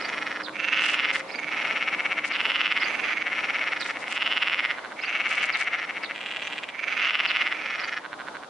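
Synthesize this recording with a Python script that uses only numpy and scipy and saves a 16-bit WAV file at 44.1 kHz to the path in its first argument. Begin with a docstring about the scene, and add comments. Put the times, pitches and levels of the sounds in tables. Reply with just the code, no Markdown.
"""Frogs at a pond

Water frogs call in overlapping trills; each note is a rattle of clicks ringing in the vocal sacs.
A small bird chirps on the right, and water splashes softly on the left.
Behind them a stream rushes, and a far engine hums and slowly moves away."""
import sys
import numpy as np
from scipy import signal
from scipy.fft import rfft, irfft, next_fast_len
from scipy.io import wavfile
from scipy.ndimage import map_coordinates

SR = 44100
rng = np.random.default_rng(int(sys.argv[2]) if len(sys.argv) > 2 else 0)


def int16_out(signal):
    """Quantize to a 16-bit WAV file."""
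    q = np.round(np.clip(np.atleast_2d(signal).T, -1, 1) * 32767)
    wavfile.write(sys.argv[1], SR, q.astype(np.int16))


N = 374409  # about 8.5 seconds


def amp(db):
    """Turn decibels into a number to multiply by."""
    return 10 ** (np.asarray(db) / 20)


def unit(x):
    """Scale a sound to an average power of 1."""
    return x / np.sqrt(np.mean(x ** 2) + 1e-20)


def along(points, hz):
    """Read between the rows of a (frequency, value) table, spacing octaves evenly."""
    frequencies, values = np.transpose(points)
    return np.interp(np.log(hz + 1), np.log(frequencies + 1), values)


def curve(rows):
    """Join (time, value) rows with straight lines, one value per sample."""
    return np.interp(np.arange(N) / SR, *np.transpose(rows))


def wobble(rate):
    """A smooth curve through `rate` random values a second."""
    return map_coordinates(rng.standard_normal(int(N * rate / SR) + 4), [np.arange(N) * rate / SR])


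def filtered(x, response):
    """Turn each frequency up or down by response(hz)."""
    size = next_fast_len(N + SR // 2)
    return irfft(rfft(x, size) * response(np.fft.rfftfreq(size, 1 / SR)), size)[..., :N]


def causal(gain):
    """A filter with these gains that rings only after it is struck."""
    cepstrum = irfft(np.log(np.maximum(gain, 1e-6)))
    half = len(cepstrum) // 2
    return np.exp(rfft(cepstrum * np.r_[1, np.full(half - 1, 2), 1, np.zeros(half - 1)]))


def resonance(hz, centre_hz, width_hz):
    """A filter that rings at one pitch; the narrower it is, the longer it rings."""
    return 1j * hz * width_hz / (centre_hz ** 2 - hz ** 2 + 1j * hz * width_hz)


def add(track, start_s, sound):
    """Mix a sound into the track at the given time."""
    start = round(start_s * SR)
    part = sound[max(-start, 0):max(N - start, 0)]
    track[max(start, 0):][:len(part)] += part


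# The engine's two humming tones: (pitch [Hz], level [dB])
ENGINE_TONES = [(305, -6.5), (541, -7.5)]
# The tone colour of its rumble: (frequency [Hz], level [dB])
ENGINE_RUMBLE = [(60, -36), (130, -14.5), (190, -3.5), (320, -4.5), (560, -3.5), (900, -34), (2000, -52),
                 (6000, -86)]
# How it fades away: (time [s], level [dB])
ENGINE_LEVEL = [(0, -49), (1.9, -49.5), (2.6, -51), (5, -57), (6.5, -58.5), (8.49, -60)]
def engine():
    """A far engine slowly moves away: two wavering tones over a dull rumble."""
    drift = 1 + .00652 * wobble(3)
    hum = np.zeros(N)
    for hz, db in ENGINE_TONES:
        loudness = amp(db + 2.9 * wobble(9))
        pitch_hz = hz * (drift + .0116 * wobble(30))
        hum += loudness * np.sin(2 * np.pi * np.cumsum(pitch_hz) / SR)
    rumble = filtered(rng.standard_normal(N), lambda hz: amp(along(ENGINE_RUMBLE, hz)))
    return amp([[.7], [-.7]]) * amp(curve(ENGINE_LEVEL)) * (unit(hum) + amp(-1.5) * unit(rumble))


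# The tone colour of the rushing water: (frequency [Hz], level [dB])
STREAM_COLOUR = [(25, -51), (60, -23), (120, -17), (200, -9.5), (260, -4.5), (380, -6), (600, -1),
                 (950, -1), (1400, -5), (2000, -16.5), (2600, -18.5), (3600, -15), (5000, -20.5),
                 (8000, -27.5), (11000, -30)]
# How its loudness changes: (time [s], level [dB])
STREAM_LEVEL = [(0, -42.5), (.6, -46), (3, -45), (5, -46.5), (8.49, -48)]
# How alike it sounds in both ears: (frequency [Hz], likeness [0 to 1])
STREAM_LIKENESS = [(40, 0.97), (250, 0.86), (700, 0.59), (2000, 0.64), (5000, 0), (10000, 0)]
def stream():
    """Moving water makes an even rush that spreads wider in the treble."""
    def colour_and_width(hz):
        angle = np.arccos(np.clip(along(STREAM_LIKENESS, hz), -1, 1)) / 2
        return amp(along(STREAM_COLOUR, hz)) * [np.cos(angle), np.sin(angle)]

    middle, side = filtered(rng.standard_normal((2, N)), colour_and_width)
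    rush = unit(np.array([middle + side, middle - side]))
    return amp(curve(STREAM_LEVEL) + 4.5 + 1.25 * wobble(6.5)) * rush


# Each splash: (time [s], length [s], level [dB])
SPLASHES = [(0.804, 0.16, -39), (1.126, 0.049, -39.5), (1.171, 0.035, -42), (2.246, 0.045, -41.5),
            (3.806, 0.009, -32.5), (3.813, 0.11, -42.5), (3.986, 0.051, -44), (4.071, 0.12, -45.5),
            (5.274, 0.13, -41), (5.415, 0.056, -39.5), (5.56, 0.088, -40.5)]
# The tone colour of the spray: (frequency [Hz], level [dB])
SPRAY_COLOUR = [(800, -11), (4500, 4), (9000, -4), (11000, -17)]
def splashes():
    """Brief sprays of tiny droplets, scattered differently to each side and louder on the left."""
    sides = np.zeros((2, N))
    for start_s, length_s, db in SPLASHES:
        progress = np.linspace(0, 1, max(int(length_s * SR), 8))
        for side in sides:
            hiss = rng.standard_normal(len(progress))
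            drops = unit(hiss * amp(6 * rng.standard_normal(len(progress))))  # random spikes
            add(side, start_s, amp(db) * drops * np.sqrt(progress * (1 - progress)))
    flicker = amp(4.4 * wobble(250))
    return amp([[9], [4.5]]) * filtered(sides * flicker, lambda hz: amp(along(SPRAY_COLOUR, hz)))


def echo(x, fade_times):
    """A blurred stereo echo in which each frequency dies away at its own speed."""
    hz, t, noise = signal.stft(rng.standard_normal((3, SR // 2)), SR, nperseg=256)
    fade = amp(-60 * t / along(fade_times, hz)[:, None])
    left, right, shared = signal.istft(noise * fade, SR, nperseg=256)[1]
    tail = np.pad([left + shared, right + shared], ((0, 0), (SR // 700, 0)))  # starts slightly late
    return signal.oaconvolve(x[None], tail / np.linalg.norm(tail[0]), axes=1)[:, :N]


# The quick echo off a log and the bank: (frequency [Hz], time to fade by 60 dB [s])
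BANK_ECHO = [(300, 0.012), (2200, 0.016), (9000, 0.037)]
# The long echo from the trees: (frequency [Hz], time to fade by 60 dB [s])
TREES_ECHO = [(300, 0.17), (2200, 0.65), (9000, 0.058)]
def place(x, pan_db, bank_db, trees_db):
    """Set a sound at the pond, with echoes from bank and trees; positive pan_db moves it left."""
    pan = amp([[pan_db / 2], [-pan_db / 2]])
    return pan * (x + amp(bank_db) * echo(x, BANK_ECHO)) + amp(trees_db) * echo(x, TREES_ECHO)


def chirps(calls, shape, flutter):
    """A sliding whistle with a fast flutter, a little different at each call."""
    when, pitch_hz, level_db = np.transpose(shape)
    t = np.arange(int(when[-1] * SR)) / SR
    track = np.zeros(N)
    for start_s, db in calls:
        tremble = flutter * np.sin(2 * np.pi * (310 * t + rng.random()))
        hz = np.interp(t, when, pitch_hz) * (1 + .0089 * rng.standard_normal() + tremble)
        loudness = amp(db + np.interp(t, when, level_db))
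        add(track, start_s, loudness * np.sin(2 * np.pi * np.cumsum(hz) / SR))
    return track


# The bird's two-part tweets, short falling chips and one thin whistle: (time [s], level [dB])
TWEETS = [(.003, -35.5), (1.275, -46), (1.309, -39.5), (2.795, -34.5), (5.008, -39.5), (7.793, -37)]
CHIPS = [(.432, -32.5), (2.319, -35), (3.797, -30.5), (5.522, -32), (6.028, -35), (7.272, -32)]
WHISTLES = [(6.425, -52.5)]
# The tune of each kind of call: (time into the call [s], pitch [Hz], level [dB])
TWEET_SHAPE = [(0, 3850, -14), (.006, 4350, -6), (.012, 5320, -9), (.022, 5100, -10), (.028, 4700, -12),
               (.031, 3790, -9), (.04, 4310, -15), (0.048, 4550, 2), (.055, 4930, -7), (.06, 5000, -45),
               (.077, 6000, -54), (.083, 6680, -11.5), (.092, 6000, -13)]
CHIP_SHAPE = [(0, 5070, -20), (.005, 4786, -3), (.009, 5180, -25), (0.016, 3960, -0.5), (.019, 4540, -6.5),
              (.027, 3900, -9), (.034, 3630, 0.5), (.042, 3400, -31)]
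WHISTLE_SHAPE = [(0, 6400, -14), (.012, 6000, 0), (.035, 6100, -4), (.05, 6500, 3), (.06, 6600, -27)]
def bird():
    """A small bird whistles three kinds of call in the trees on the right."""
    song = (chirps(TWEETS, TWEET_SHAPE, flutter=.013)
            + chirps(CHIPS, CHIP_SHAPE, flutter=.07)
            + chirps(WHISTLES, WHISTLE_SHAPE, flutter=.012))
    return amp(-1.5) * place(song, pan_db=-15, bank_db=-5, trees_db=-6.5)


# Each trill, a quick run of frog notes. A negative slowing, swell or fade works the other way.
# (first note [s], last note [s], notes [count], slowing [share], level after the swell [dB],
#  swell [dB], fade [dB], sac pitch at the start [Hz], at the turn [Hz], at the end [Hz], voice [name])
TRILLS = [ (.741, 1.157, 9, .05, -24.5, 1.5, .5, 2630, 2750, 2050, "near"),
          (2.359, 2.830, 10, .10, -24.2, 2.5, 0, 2550, 2800, 2100, "near"),
          (4.077, 4.709, 13, .12, -24, 9, 1.5, 2250, 2800, 1950, "near"),
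          (6.998, 7.525, 11, .04, -24, 2.5, 3, 2450, 2650, 2070, "near"),
          (1.542, 2.313, 14, .09, -25.7, 5, 2, 2230, 2280, 2150, "left"),
          (3.269, 3.731, 9, -.02, -27, 0, 2.5, 2200, 2280, 2040, "left"),
          (3.900, 4.036, 3, 0, -33.5, 0, 0, 2100, 2090, 1970, "left"),
          (5.045, 5.741, 13, .085, -25, 5.5, 1.5, 2500, 2270, 2020, "left"),
          (5.751, 6.109, 6, -.055, -31, 0, 0, 2040, 2080, 1900, "left"),
          (.560, .905, 9, .04, -27.2, 7.5, 5, 2330, 2700, 2700, "right"),
          (1.303, 1.621, 8, 0, -33, 6, 1, 2300, 2310, 2170, "right"),
          (2.861, 3.220, 9, -.01, -29.7, 2.5, 0, 2480, 2420, 2200, "right"),
          (4.996, 5.170, 5, 0, -35, 1, 0, 2150, 2600, 2750, "right"),
          (6.754, 7.073, 8, .12, -29, 9, 0, 2180, 2400, 2800, "right"),
          (7.550, 7.730, 5, 0, -37, 0, 1, 2330, 2330, 2250, "right"),
          (.013, .410, 10, .09, -30.5, 3, 5.5, 2130, 2120, 1680, "bank"),
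          (.968, 1.203, 5, .03, -33, 2, 1.5, 2200, 2110, 2030, "bank"),
          (1.520, 1.942, 9, .05, -32.5, 1, 2, 2550, 2750, 2500, "bank"),
          (3.358, 3.905, 13, -.02, -31.3, 2, 0, 2500, 2200, 2060, "bank"),
          (5.793, 5.845, 2, 0, -31.5, 0, 3, 2100, 2080, 2050, "bank"),
          (7.567, 7.974, 10, -.05, -31, 6, 0, 2320, 2280, 1820, "bank"),
          (6.159, 6.689, 11, .01, -32.8, 5, 4, 2600, 2750, 2350, "thin"),
          (6.181, 6.560, 8, 0, -38, 1, 4, 2300, 2320, 2280, "thin"),
          (.405, .483, 2, 0, -39, 0, 0, 1830, 1900, 1900, "slow"),
          (4.786, 4.922, 3, .15, -39, 0, 2.5, 1730, 1550, 1550, "slow"),
          (8.054, 8.436, 6, .01, -38.7, 0, 5.5, 1560, 1520, 1430, "slow"),
          (.770, 1.16, 8, -0.024, -36, 16, 5, 2450, 2550, 2400, "far"),
          (2.34, 2.94, 11, 0.018, -36.5, 7, -7, 2300, 2400, 2250, "far"),
          (2.989, 3.347, 7, 0, -32, 3, 15, 1950, 2040, 1900, "far"),
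          (4.746, 4.949, 6, 0, -52, -13, 2, 1950, 1830, 1740, "far"),
          (5.081, 5.828, 15, -0.017, -39.5, 3, 13, 2770, 2600, 2090, "far"),
          (6.902, 7.474, 12, 0, -35, 3, 4, 2500, 2300, 2380, "far"),
          (7.745, 7.885, 4, 0.042, -36.5, 3.5, -2, 1798, 1710, 1490, "far")]
def trills(name, scatter_s=.001, uneven_db=.37, sac_spread=.018):
    """List the notes of one voice. A typical trill swells and fades as the sacs tighten, then sag."""
    swell_ends, sacs_turn = .53, .4  # shares of the way through a trill
    before = lambda progress, point: np.maximum(1 - progress / point, 0)
    after = lambda progress, point: np.maximum((progress - point) / (1 - point), 0)
    notes = []
    for first, last, count, slowing, db, swell_db, fade_db, start_hz, turn_hz, end_hz, who in TRILLS:
        if who == name:
            progress = np.linspace(0, 1, round(count))
            late, loud, high = rng.standard_normal((len(progress), 3)).T  # no two notes are alike
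            times = first + (last - first) * (progress - slowing * progress * (1 - progress))
            level_db = db - swell_db * before(progress, swell_ends) ** 2.86
            level_db -= fade_db * after(progress, swell_ends) ** 3.6
            sac_hz = turn_hz + (start_hz - turn_hz) * before(progress, sacs_turn) ** 2
            sac_hz += (end_hz - turn_hz) * after(progress, sacs_turn) ** 1.58
            sac_hz *= 1 + sac_spread * high
            notes += zip(times + scatter_s * late, level_db + uneven_db * loud, sac_hz)
    return notes


def frog(notes, body, gap_s, slowing, swell_db, fade_db, overtone_hz, overtone_db,
         sac_db=4.1, sac_width_hz=460):
    """Each note is a run of voice-box clicks that swell, slow and stop, ringing the body and sacs."""
    size = 4096  # samples in one note
    centre_s = size / SR / 2
    hz = np.fft.rfftfreq(size, 1 / SR)
    colour = causal(amp(along(body, hz)))
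    overtone = amp(overtone_db) * resonance(hz, overtone_hz, width_hz=240)
    clicks = np.arange(-9, 4)  # click 0 is near the note's loudest point
    track = np.zeros(N)
    for time_s, db, sac_hz in notes:
        stage = clicks + rng.uniform(-.3904, .4)
        jitter = np.exp(.17 * rng.standard_normal(len(clicks)) + .08 * rng.standard_normal())
        times = np.cumsum(gap_s * (1 + slowing * 2 ** np.minimum(stage, 1.5)) * jitter)
        # a long soft run-up, a quick swell, then a fade
        rise_db = -swell_db * 5 * np.tanh(np.maximum(-stage - .6, 0) / 5)
        uneven_db = 1.5 * rng.standard_normal(len(clicks))
        strength = amp(uneven_db - fade_db * np.maximum(stage - .8, 0) ** 1.4)
        loudest_s = np.average(times, weights=(strength * amp(rise_db)) ** 3)
        times = centre_s + np.clip(times - loudest_s, -centre_s, centre_s / 1.1)
        # the sacs slacken as the push ends and quiver from click to click
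        sag = 1 - .004 * stage[:, None] + .025 * rng.standard_normal((len(clicks), 1))
        ring = amp(sac_db) * resonance(hz, sac_hz * sag, sac_width_hz) + overtone
        # the soft early clicks mostly ring the sacs; the hard late ones also snap
        snap = amp(rise_db)[:, None]
        voice = snap + amp(.8 * rise_db)[:, None] * ring
        delays = np.exp(-2j * np.pi * hz * times[:, None])  # moves each click to its time
        note = irfft(colour * (strength @ (voice * delays)))
        note *= np.sqrt(.04 * SR) / np.linalg.norm(note)  # level counted over 40 ms
        add(track, time_s - centre_s, amp(db) * note)
    return track


# The tone colour that the body gives each voice: (frequency [Hz], level [dB])
NEAR_BODY = [(290, -42), (500, -21), (820, -17.5), (1250, -2.5), (1700, -4.5), (2080, 1), (2350, -6),
             (2850, -3), (3400, -8), (4000, -18), (5300, -23.5), (6200, -39), (10000, -46.5)]
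LEFT_BODY = [(290, -58), (600, -15.5), (850, -11), (1000, -16), (1330, -2), (1750, -5.5), (2150, -1.5),
             (2500, -5.5), (2850, -3.5), (3400, -16), (3900, -19), (5400, -33.5), (7000, -39.5),
             (10000, -49)]
RIGHT_BODY = [(410, -53), (900, -26), (1270, -9), (1700, -5.5), (2250, -5.5), (3030, -13), (4000, -22.5),
              (6000, -32.5), (7000, -42), (10000, -62)]
BANK_BODY = [(350, -30), (600, -15), (950, -16.5), (1250, -4), (2060, -4.5), (3200, -11), (3760, -17.5),
             (4200, -19), (5400, -26.5), (6600, -37.5), (10000, -63)]
THIN_BODY = [(410, -41), (1050, -15.5), (1400, -4), (2000, -2), (3300, -3.5), (4200, -16.5), (5100, -25),
             (6100, -27), (7600, -31.5), (10000, -45)]
SLOW_BODY = [(400, -23.5), (900, -5), (1450, 1.5), (2000, -4.5), (2500, -10.5), (3200, -14.5), (4300, -19),
             (5500, -71), (9000, -48)]
def frogs():
    """Frogs around the pond in seven voices, including an alternating thin pair and a far chorus."""
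    near = frog(trills("near"), NEAR_BODY, gap_s=.0033, slowing=.6, swell_db=3.7, fade_db=13,
                overtone_hz=5450, overtone_db=3.5)
    left = frog(trills("left", sac_spread=.038), LEFT_BODY, gap_s=.0031, slowing=.5,
                swell_db=4, fade_db=11, overtone_hz=5700, overtone_db=12)
    right = frog(trills("right"), RIGHT_BODY, gap_s=.003, slowing=.41, swell_db=4, fade_db=9,
                 overtone_hz=6230, overtone_db=7, sac_db=8.8, sac_width_hz=220)
    bank = frog(trills("bank"), BANK_BODY, gap_s=.0031, slowing=.55, swell_db=4, fade_db=11,
                overtone_hz=5540, overtone_db=8.5)
    thin = frog(trills("thin"), THIN_BODY, gap_s=.004, slowing=.42, swell_db=9.5, fade_db=18.5,
                overtone_hz=7700, overtone_db=5, sac_db=1)
    slow = frog(trills("slow"), SLOW_BODY, gap_s=.0045, slowing=.45, swell_db=6.5, fade_db=19,
                overtone_hz=4300, overtone_db=-17, sac_db=-17)
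    far = frog(trills("far", scatter_s=.008, uneven_db=4.5, sac_spread=.045), BANK_BODY,
               gap_s=.004, slowing=.6, swell_db=2.6, fade_db=7, overtone_hz=6220, overtone_db=6)
    return (amp(-1) * place(near, pan_db=-1, bank_db=-5.5, trees_db=-18)
            + amp(-1.4) * place(left, pan_db=1.5, bank_db=-7, trees_db=-15.5)
            + amp(-.5) * place(right, pan_db=-5.5, bank_db=-6, trees_db=-18)
            + amp(-1.5) * place(bank, pan_db=-1.3, bank_db=-3.5, trees_db=-21.5)
            + amp(-1.8) * place(thin, pan_db=-1.2, bank_db=-2.5, trees_db=-14)
            + amp(.5) * place(slow, pan_db=-3.5, bank_db=-2, trees_db=-38)
            + amp(-2) * place(far, pan_db=-1, bank_db=2.5, trees_db=-15))


def scene():
    """Everything at the pond, added together."""
    return frogs() + bird() + splashes() + stream() + engine()


def record(dry):
    """Cut away the highest treble."""
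    top_hz = 11200
    return filtered(dry, lambda hz: 1 / (1 + (hz / top_hz) ** 80))


dry = scene()
out = record(dry)
int16_out(out)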